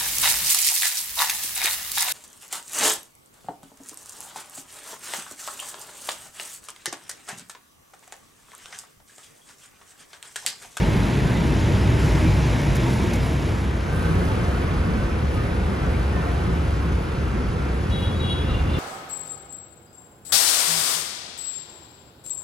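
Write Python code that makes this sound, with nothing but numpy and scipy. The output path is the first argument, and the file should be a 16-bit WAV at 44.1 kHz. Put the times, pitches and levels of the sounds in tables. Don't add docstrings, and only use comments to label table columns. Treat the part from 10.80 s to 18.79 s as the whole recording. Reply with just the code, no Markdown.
import sys
import numpy as np
from scipy import signal
from scipy.fft import rfft, irfft, next_fast_len
from scipy.io import wavfile
from scipy.ndimage import uniform_filter1d, map_coordinates

SR = 44100
rng = np.random.default_rng(int(sys.argv[2]) if len(sys.argv) > 2 else 0)


def ratio_of_db(decibels):
    return 10 ** (np.asarray(decibels, float) / 20)


def digitize_waveform(pressure):
    field = np.atleast_2d(pressure).T
    bounded = np.clip(field, -1, 1)
    quanta = np.round(bounded * 32767).astype(np.int16)
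    wavfile.write(sys.argv[1], SR, quanta)


N = 352359

POINTED = np.array([[1.25], [.4]])


def seconds():
    return np.arange(N) / SR


def unit(x):
    return x / np.sqrt(np.mean(x ** 2) + 1e-20)


def along(points, hz):
    f, v = np.transpose(points)
    return np.interp(np.log(hz + 1), np.log(f + 1), v)


def curves(rows):
    s, *columns = np.transpose(rows)
    return [np.interp(seconds(), s, column) for column in columns]


def wobble(rate):
    knots = rng.standard_normal(int(N * rate / SR) + 4)
    return map_coordinates(knots, [np.arange(N) * rate / SR])


def filtered(x, response):
    m = next_fast_len(N + 8192)
    return irfft(rfft(x, m) * response(np.fft.rfftfreq(m, 1 / SR)), m)[..., :N]


def swells(rows):
    t = seconds()
    lift = np.zeros(N)
    for s, db, rise, fall in rows:
        before = np.clip(1 + (t - s) / rise, 0, 1)
        after = np.exp(-np.abs(t - s) / fall)
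        lift += db * np.where(t < s, before, after)
    return lift


def tone(hz, db, drift, flutter_db, rate):
    turns = np.cumsum(hz * np.ones(N)) / SR
    pair = []
    for _ in range(2):
        size = np.sqrt(2) * ratio_of_db(db + flutter_db * wobble(rate))
        pair.append(size * np.sin(2 * np.pi * (turns + drift * wobble(rate))))
    return np.array(pair)


def held(notes, edge, drift, flutter_db, rate):
    out = np.zeros((2, N))
    for start, end, hz, end_hz, db in notes:
        a, b = max(int(start * SR), 0), min(int(end * SR), N)
        t = np.arange(b - a) / SR
        where = np.broadcast_arrays(np.arange(4)[:, None], 3 + t * rate)
        rough = map_coordinates(rng.standard_normal((4, 40)), where)
        glide = hz * t + (end_hz - hz) * t ** 2 / (2 * (end - start))
        turns = glide + drift * rough[:2] + rng.random((2, 1))
        soft = np.clip(np.minimum(t + (start <= 0), t[::-1]) / edge, 0, 1)
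        size = np.sqrt(2) * soft * ratio_of_db(db + flutter_db * rough[2:])
        out[:, a:b] += size * np.sin(2 * np.pi * turns)
    return out


FADE_S = (2.41, 3.29)


def at_gate():
    return np.interp(seconds(), FADE_S, [0, 1])


# time in seconds, firing rate in Hz, level in dB.
NEAREST_DIESEL = [(0, 59.4, -22.5), (.62, 59.3, -28), (.8, 65.3, -25.5), (1.55, 64.15, -20.5),
                  (1.75, 59.4, -24.5), (2.38, 60.4, -26), (2.7, 64.2, -27), (3.36, 61.85, -37),
                  (4, 60.7, -28), (4.5, 66.04, -24), (4.8, 59.9, -33), (5.2, 60.3, -21.5), (5.5, 65.1, -25),
                  (5.9, 67.5, -25.5), (6.25, 60.46, -27), (6.7, 64.63, -21), (7.3, 66, -33),
                  (7.99, 62.2, -26.5)]
# start in seconds, end in seconds, start in Hz, end in Hz, level in dB.
EXHAUST_NOTES = [(0.0, 0.41, 161.8, 161, -34), (0.0, 0.47, 317.3, 311, -49),
                 (0.0, 0.77, 192.6, 199.4, -29.5), (0.05, 0.39, 256.5, 265.6, -41),
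                 (0.33, 0.67, 114.2, 120, -35), (0.75, 1.27, 98.8, 98.4, -24),
                 (0.47, 0.79, 229.4, 231, -36), (0.57, 1.03, 317.2, 314, -37.5),
                 (0.59, 0.93, 262, 258.5, -35), (1.03, 1.35, 263.3, 249, -35),
                 (1.05, 1.33, 127, 137.4, -26.5), (1.05, 1.83, 114.4, 119.3, -27.5),
                 (1.23, 1.63, 97.5, 100, -26), (1.31, 1.63, 131.4, 130, -32),
                 (1.31, 1.65, 164.2, 162.2, -30.5), (1.55, 2.07, 143.6, 142.1, -27),
                 (1.86, 2.3, 125, 119.8, -27.5), (2.01, 2.35, 203.7, 207.6, -34),
                 (2.05, 2.49, 217.3, 214, -35), (2.27, 2.91, 96.9, 95.4, -29),
                 (2.29, 2.67, 284.2, 291, -38),
                 (2.73, 3.034, 201.3, 201.8, -35), (2.792, 3.09, 64, 61.0, -29),
                 (2.992, 3.41, 65.6, 58.5, -31), (3.174, 3.488, 299, 306, -41),
                 (3.33, 3.689, 65.7, 60.9, -31), (3.351, 3.65, 267, 269, -38.5),
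                 (3.51, 4.17, 176.3, 176.5, -32), (3.871, 4.19, 72.3, 73.6, -34),
                 (3.872, 4.33, 57.5, 62.55, -32), (3.931, 4.493, 220.3, 214.6, -35.5),
                 (3.949, 4.25, 85.4, 88.6, -32), (4.055, 4.37, 290, 288, -45),
                 (4.588, 4.89, 315, 321.5, -46.5), (4.649, 4.973, 89.3, 90.8, -31),
                 (4.729, 5.05, 200, 201, -34.5), (5.27, 5.615, 163.7, 164.4, -34),
                 (5.63, 5.97, 169.2, 168, -39), (5.688, 6.01, 72.6, 73.8, -28),
                 (5.81, 6.171, 97, 101.3, -30), (5.887, 6.21, 147.6, 144, -41),
                 (5.93, 6.25, 153.5, 160.6, -37), (6.386, 6.688, 259.7, 260, -39),
                 (6.47, 6.809, 206.2, 195, -35.5), (6.511, 6.89, 240.4, 248, -39),
                 (7.009, 7.35, 100.5, 95.9, -30), (7.109, 7.91, 83.65, 81.6, -27.5),
                 (7.31, 7.62, 175.8, 170.6, -34.5), (7.307, 7.63, 220.8, 227, -39),
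                 (7.471, 7.77, 296, 295, -46), (7.49, 7.911, 144.3, 155.4, -39),
                 (7.51, 7.81, 317, 312, -48), (7.613, 7.992, 42.8, 43.4, -28),
                 (0.2, .85, 130, 138, -26.5), (3, 3.6, 82, 92, -26), (3.05, 3.5, 150, 175, -29),
                     (2.5, 2.75, 138, 148, -28.5), (5, 5.6, 78, 75.7, -28), (0, .3, 100, 104, -30),
                     (1.2, 1.6, 305, 320, -31.5), (1.35, 1.55, 235, 230, -31), (6.5, 6.62, 76, 108, -27.5),
                     (1.98, 2.15, 335, 340, -32), (4.5, 4.5, 370, 380, -37)]
WHINES = [(0, .35, 830, 850, -47), (1.47, 1.72, 850, 890, -40), (2, 2.3, 940, 910, -42),
          (3.38, 3.56, 875, 858, -39), (3.05, 3.35, 1565, 1520, -42), (3.95, 4.35, 1500, 1530, -44.5),
          (4.6, 4.72, 1250, 1300, -49), (4.97, 5.09, 1350, 1340, -43), (5.3, 5.5, 1100, 1170, -44),
          (5.98, 6.12, 1060, 1080, -46.5), (6.75, 6.92, 1420, 1420, -44), (5.42, 5.62, 700, 690, -43),
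          (3.7, 3.82, 1450, 1440, -42), (3.44, 3.56, 1290, 1290, -42), (5.62, 5.7, 1100, 1060, -46),
          (1.3, 1.42, 1950, 2100, -48)]
SQUEAKS = [(4.02, 4.12, 1040, 1200, -49), (5.02, 5.1, 1580, 1400, -45), (3.3, 3.44, 1745, 1735, -51),
           (4.58, 4.67, 1770, 1760, -49), (4.78, 4.86, 1450, 1480, -47), (4.91, 4.96, 1250, 1020, -44),
           (5.2, 5.27, 1500, 1600, -47), (5.04, 5.08, 1150, 1100, -46), (.45, .54, 1580, 1480, -45),
           (1.22, 1.27, 1480, 1450, -44), (1.45, 1.55, 2400, 2200, -46), (2.19, 2.27, 2400, 2140, -48),
           (.12, .22, 2200, 2100, -46), (.52, .63, 2050, 1960, -47), (1.75, 1.83, 2220, 2250, -47),
           (5.12, 5.17, 1850, 2600, -46.5), (6.5, 5.34, 1560, 1600, -45), (5.47, 5.52, 2100, 1600, -46),
           (5.63, 5.73, 1240, 1260, -49.5), (4.9, 5, 2300, 1800, -55), (5.34, 5.42, 1130, 920, -44),
           (5.49, 5.52, 1700, 2000, -46), (4.66, 4.72, 1700, 1660, -52), (4.54, 4.63, 1260, 1220, -43.5),
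           (3.63, 3.73, 706, 706, -43.5), (2.14, 2.24, 780, 1100, -44), (6.2, 6.9, 1340, 1336, -51),
           (7.67, 7.77, 1441, 1000, -46), (7.2, 7.3, 960, 948, -51), (2.32, 2.4, 2250, 2200, -50),
           (.05, 0.143, 624, 620, -42)]


def engines():
    idle = ratio_of_db(-2.5) * tone(*curves(NEAREST_DIESEL), drift=.2, flutter_db=2.5, rate=20)
    exhaust_rows = EXHAUST_NOTES
    exhausts = ratio_of_db(-1.5) * held(exhaust_rows, .08, drift=.15, flutter_db=3.5, rate=22)
    whines = held(WHINES, .05, drift=.17, flutter_db=2.5, rate=35)
    squeaks = ratio_of_db(2.5) * POINTED * held(SQUEAKS, .02, drift=.08, flutter_db=1.8, rate=40)
    return idle + exhausts + whines + squeaks


def rush(junction, gate, patchy_db):
    z = signal.stft(rng.standard_normal((2, N)), nperseg=512)[2]
    patches = uniform_filter1d(rng.standard_normal(z.shape[1:]), size=6, axis=0)
    patches = unit(uniform_filter1d(patches, size=14, axis=1))
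    pair = signal.istft(z * ratio_of_db(patchy_db * patches), nperseg=512)[1][:, :N]
    here = unit(filtered(pair, lambda hz: ratio_of_db(along(junction, hz))))
    there = unit(filtered(pair, lambda hz: ratio_of_db(along(gate, hz))))
    return here + at_gate() * (there - here)


# frequency in Hz, level in dB per Hz.
RUMBLE_COLOURS = [
    [(13, -60), (22, -33), (35, -8), (54, -1.5), (141, 1.5), (285, -9.5), (318, -6.5), (400, -11), (520, -17), (880, -120)],
    [(13, -60), (22, -17), (44, -8.5), (65, 1.5), (123, -5.5), (161, -6), (306, -17), (400, -18.5), (520, -58), (880, -120)],
]
ROAR_COLOURS = [
    [(150, -12.5), (250, -3.5), (323, -8), (519, -11), (625, -9), (744, -14), (906, -10.5), (1200, -17), (1470, -16), (2090, -16.5), (4000, -26.5), (5200, -55), (8800, -120)],
    [(150, -39), (250, -7), (362, -1), (393, -4), (421, -3), (531, -3.5), (625, -10.5), (718, -8), (798, -10.5), (1510, -11), (1680, -15), (2370, -18.5), (4000, -28), (5200, -36.5), (8800, -120)],
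]
CLATTER_COLOUR = [(2500, -8), (3500, -5), (5000, 0), (7000, -4.5), (8000, -6), (9200, -24)]
AIR_COLOURS = [
    [(6500, -30), (8000, -2), (9500, 0), (11000, -3), (13300, -8.5), (14200, -11.5), (15500, -12), (15800, -40), (15950, -120)],
    [(6500, -30), (8000, -1), (9500, 0), (11000, -2.5), (12800, -8.5), (13500, -9), (14400, -9.5), (14800, -13), (15600, -12.5), (15800, -40), (15950, -120)],
]
# time in seconds, closeness in dB.
CLOSENESS = [(0, 1), (.04, 0.5), (.6, -.5), (1.3, 0), (1.9, 0), (2.45, -1), (2.6, -1.5), (3.0, -1.5),
             (3.27, 1.5), (3.7, 1.1), (4.15, 0), (4.6, -0.05), (5.4, 0.4), (6.0, -0.3), (6.6, -1),
             (7.4, -0.94), (7.96, 0), (7.99, 2)]
# junction in dB, gate in dB, growth in dB per dB of closeness.
LAYERS = [
    (-17.5, -20, 1),
    (-28, -30.5, 1.42),
    (-46.5, -53, 1.2),
    (-56.5, -62.5, 1.4),
]
# time in seconds, lift in dB, rise in seconds, fall in
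# seconds.
THROTTLE_BLIPS = [(1.2, 3.5, 0.011, 0.32), (2.1, 2.5, 0.041, 0.1), (7.1, 2.5, 0.0097, 0.037),
                  (2.62, 2, .2, .25), (2.43, -1.5, .04, .04)]
# time in seconds, lift in dB,
# rise in seconds, fall in seconds.
AIR_LEAKS = [(2.12, 3, .04, .08), (2.46, 5, 0.058, .04), (3.15, 5, .05, .25), (3.45, 2, 0.049, 0.055),
             (4.55, 4, 0.038, 0.08), (7.21, 4.5, 0.059, .04), (7.5, -2, .04, 0.039)]


def traffic():
    near_db, = curves(CLOSENESS)
    levels = [here + at_gate() * (there - here) + grows * near_db for here, there, grows in LAYERS]
    rumble_db, roar_db, clatter_db, air_db = levels
    blips_db = swells(THROTTLE_BLIPS)
    turns = np.cumsum(curves(NEAREST_DIESEL)[0]) / SR
    beat = np.cos(2 * np.pi * turns) + 0.9 * np.cos(np.pi * turns)
    rumble = ratio_of_db(rumble_db - 4.0) * rush(*RUMBLE_COLOURS, patchy_db=-1.03)
    roar = ratio_of_db(roar_db + 0.27 * beat) * rush(*ROAR_COLOURS, patchy_db=0.68)
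    clatter_db = clatter_db + blips_db + 3 + 0.75 * beat + 0.38 * wobble(25)
    clatter = ratio_of_db(clatter_db) * rush(CLATTER_COLOUR, CLATTER_COLOUR, patchy_db=1.0)
    air_db = air_db + 0.8 * blips_db + swells(AIR_LEAKS) + 7 + 0.49 * beat + 0.56 * wobble(30)
    air = ratio_of_db(air_db) * rush(*AIR_COLOURS, patchy_db=0.5)
    return rumble + roar + clatter + air


# time in seconds, change in dB.
THROBS = [(.089, 1.5), (.3, -4), (.471, 2), (.56, -2), (.958, 1.5), (1.504, 1.5), (1.81, -4.5), (1.921, 3),
          (2.102, 1.5), (2.32, -2), (2.425, 3), (3.06, -3.5), (3.294, 2.5), (3.37, 2.5), (3.49, 1.5),
          (4.003, 2.5), (4.439, 2.5), (4.581, 3.5), (4.866, 1.5), (4.95, -3.5), (5.119, 2), (5.43, -2.5),
          (5.655, 2), (5.749, 1.5), (5.926, 2), (6.143, 3), (6.23, -3), (6.34, -3.5), (6.42, 3), (6.664, 2),
          (7.117, 2), (7.271, 1.5), (7.417, 2), (7.71, 2), (7.842, 2)]


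def throbbing(pair):
    t = seconds()
    bass_top_hz, half_width_s, steady = 190, .035, .65
    bass = filtered(pair, lambda hz: 1 / (1 + (hz / bass_top_hz) ** 8))
    quick = uniform_filter1d(uniform_filter1d(bass[0] ** 2, size=2200), size=2200)
    slow = uniform_filter1d(uniform_filter1d(quick, size=20000), size=20000)
    throb_db = sum(db * np.exp(-((t - s) / half_width_s) ** 2) for s, db in THROBS)
    gain = np.abs(slow / quick) ** (steady / 2) * ratio_of_db(1.06 * throb_db - 0.52)
    return pair + bass * (gain - 1)


def pressed(beeps, t60):
    t = seconds()
    gain = np.zeros(N)
    for s, length, db, attack in beeps:
        echo_db = -60 * np.maximum(t - s - length, 0) / t60
        gain += ratio_of_db(db + echo_db) * np.clip((t - s) / attack, 0, 1)
    return gain


def beating(rows):
    t = seconds()
    return sum(ratio_of_db(db) * np.exp(-((t - s) / half) ** 2) for s, db, half in rows)


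# time in seconds, level in dB, half-width in seconds.
SIXTH_SWELLS = [(7.125, -53, .025), (7.225, -44, 0.044), (7.12, -51, .02), (7.3, -50, 0.036),
                (7.445, -44, 0.031), (7.51, -41, 0.033), (7.6, -52, .03)]
SEVENTH_SWELLS = [(7.12, -45, 0.03), (7.18, -40, .04), (7.25, -37, 0.019), (7.29, -45, .02),
                  (7.33, -40.5, 0.025), (7.445, -39, 0.026), (7.51, -32, 0.034), (7.575, -39, 0.027),
                  (7.615, -40, 0.012), (7.66, -45, .03), (7.39, -54, .04)]
EIGHTH_SWELLS = [(7.14, -37.5, 0.027), (7.17, -53, .02), (7.2, -47, 0.028), (7.235, -49, .02),
                 (7.555, -50, .02), (7.63, -50, .02), (7.27, -38.5, .028), (7.37, -44, 0.01),
                 (7.41, -39, 0.015), (7.455, -39, 0.03), (7.52, -34, .022), (7.585, -39, 0.018),
                 (7.71, -45, 0.032)]
SECOND_SWELLS = [(7.5, -48, .06), (7.68, -47, 0.026), (7.75, -41, 0.023), (7.8, -47, .022),
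                 (7.89, -49, 0.021), (7.945, -44, 0.024), (7.985, -47, 0.022)]
# partial number, level in dB relative to the seventh.
FOLLOWING_PARTIALS = [(9, -24), (19, -32), (20, -21), (21, -31), (32, -42)]
# start in seconds, length in seconds, level in dB, attack in seconds.
TWIN_BEEPS = [
    (7.105, .2, -53, .006),
    (7.4, .19, -54, .03),
]
SECOND_HORN_HZ = [2810, 2786]
# centre in Hz, half-width in Hz, swells (rows as above).
BLURRED = [
    (3540, 95, [(7.655, -50, .03), (7.745, -45, .028), (7.79, -51, .025), (7.9, -53, .02), (7.955, -44, .02)]),
    (4020, 150, [(7.71, -52, .025), (7.78, -53, .02), (7.95, -52, .03)]),
    (2820, 110, [(7.56, -51, .06), (7.7, -48, .05), (7.76, -47, .03), (7.81, -49, .03), (7.92, -46.5, .06)]),
    (3300, 750, [(7.22, -48, .1), (7.5, -45, .1), (7.74, -45.5, .1), (7.95, -45.5, .06)]),
    (1750, 400, [(4.65, -47, .12), (5.1, -46, .15), (5.5, -46, .15)]),
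]
# start in seconds, end in seconds, start in Hz, end in Hz, level in dB.
FAR_BEEP = [(5.32, 5.39, 1850, 1780, -41.5), (5.38, 5.45, 1765, 1800, -42.5), (5.41, 5.47, 1400, 1360, -43),
            (5.42, 5.52, 1060, 1040, -44), (5.32, 5.4, 720, 705, -42), (5.43, 5.52, 715, 720, -43)]


def horns():
    first_hz, twin_hz, first_start_s = 479.8, 472.4, 7.103

    def partial(k, db):
        return tone(k * first_hz, db, drift=.09, flutter_db=1.4, rate=70)

    seventh = partial(7, 0) + sum(partial(k, db) for k, db in FOLLOWING_PARTIALS)
    first = beating(SIXTH_SWELLS) * partial(6, 0)
    first = first + beating(SEVENTH_SWELLS) * seventh + beating(EIGHTH_SWELLS) * partial(8, 0)
    first = first * np.clip((seconds() - first_start_s) / .006, 0, 1)
    twin = tone(7 * twin_hz, 0, drift=.12, flutter_db=3, rate=40)
    twin = twin + tone(8 * twin_hz, -7, drift=.12, flutter_db=3, rate=40)
    twin = pressed(TWIN_BEEPS, t60=0.32) * twin
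    second = sum(tone(hz, db, drift=.1, flutter_db=2, rate=70) for hz, db in zip(SECOND_HORN_HZ, [0, -5]))
    second = beating(SECOND_SWELLS) * second
    blurred = np.zeros((2, N))
    for hz, half, rows in BLURRED:
        noise = filtered(rng.standard_normal((2, N)), lambda f: np.exp(-((f - hz) / half) ** 2))
        blurred += beating(rows) * unit(noise)
    far_beep = POINTED * held(FAR_BEEP, .02, drift=.08, flutter_db=1.5, rate=35)
    return first + twin + second + blurred + far_beep


SPIT_TIMES = [1.957, 1.968, 2.336, 1.818, 2.359]
# level in dB, time to fall by 60 dB in seconds, rise in seconds.
SPIT_SHAPES = [(-31.5, .05, .01), (-33, .022, .004), (-28.5, .05, .003), (-35, .006, .002),
               (-38, .04, .008)]
# frequency in Hz, level in dB per Hz.
SPIT_COLOUR = [(2500, -22), (5000, 3), (7000, 1.5), (11000, -1), (15000, -5), (15600, -60), (15900, -120)]


def spits():
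    t = seconds()
    shape = np.zeros(N)
    for s, (db, t60, rise) in zip(SPIT_TIMES, SPIT_SHAPES):
        fall_db = -60 * np.maximum(t - s, 0) / t60
        shape += ratio_of_db(db + fall_db) * np.clip((t - s) / rise + 1, 0, 1)
    return filtered(shape * rng.standard_normal((2, N)), lambda hz: ratio_of_db(along(SPIT_COLOUR, hz)))


# frequency in Hz, likeness.
TREBLE_LIKENESS = [(8600, .78), (10500, .9), (12000, .93)]


def ports(pair, alike, lead):
    treble_hz, delay_from_hz, gap_s = 7800, 6900, .00029

    def response(hz):
        likeness = np.where(hz > treble_hz, along(TREBLE_LIKENESS, hz), np.clip(along(alike, hz), -1, 1))
        turn = np.arccos(likeness) / 2
        phase = along(lead, hz) - 2 * np.pi * gap_s * np.maximum(hz - delay_from_hz, 0)
        half = np.exp(.5j * phase)
        left = [np.cos(turn) * half, np.sin(turn) * half]
        right = [np.cos(turn) / half, -np.sin(turn) / half]
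        return np.array([left, right])

    return filtered(pair, response).sum(axis=1)


# frequency in Hz, likeness from 0 to 1.
LIKENESS = [
    [(30, 0.99), (60, 1), (290, 0.91), (640, 0.77), (1400, 0.38), (2000, 0.55), (2150, 0.93), (2600, 0.87), (3500, 0.8), (4200, 1), (7000, 1)],
    [(30, 1), (60, 0.99), (260, 0.97), (600, 0.45), (1100, 0.063), (1600, 0.16), (2500, 0.5), (4500, 1), (5600, 0.17), (6600, 1), (7800, 0.36)],
]
# frequency in Hz, lead in radians.
LEFT_LEAD = [
    [(60, 0.16), (1400, -0.52), (2200, 0), (7000, 0.22), (8000, -0.15)],
    [(60, -0.07), (600, -0.86), (1600, -0.8), (2100, -0.75), (3000, 0.83), (5200, 0.99), (6800, -1.24), (8200, -0.19)],
]


def scene():
    pair = throbbing(traffic() + engines()) + horns() + spits()
    junction = ports(pair * (1 - at_gate()), LIKENESS[0], LEFT_LEAD[0])
    gate = ports(pair * at_gate(), LIKENESS[1], LEFT_LEAD[1])
    return junction + gate


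def thinned(x, mid_db, side_db, faint_db, from_hz):
    hz, _, z = signal.stft([x[0] + x[1], x[0] - x[1]], SR, nperseg=1024)
    power = uniform_filter1d(uniform_filter1d(np.abs(z) ** 2, size=7, axis=1), size=3, axis=2)
    partner = power[::-1] * ratio_of_db([[[mid_db]], [[side_db]]]) ** 2
    need = np.maximum(partner, ratio_of_db(faint_db) ** 2)
    keep = (power > need) | (hz < from_hz)[:, None]
    mid, side = signal.istft(z * keep, SR, nperseg=1024)[1][:, :N] / 2
    return np.array([mid + side, mid - side])


def roll_off(x):
    return signal.sosfilt(signal.butter(12, 15800, fs=SR, output="sos"), x)


def record(dry):
    faint_db = [[[-82.3]], [[-80.2]]]
    mix = thinned(dry, mid_db=-7.3, side_db=-7.5, faint_db=faint_db, from_hz=1800)
    return roll_off(mix)


dry = scene()
out = record(dry)
digitize_waveform(out)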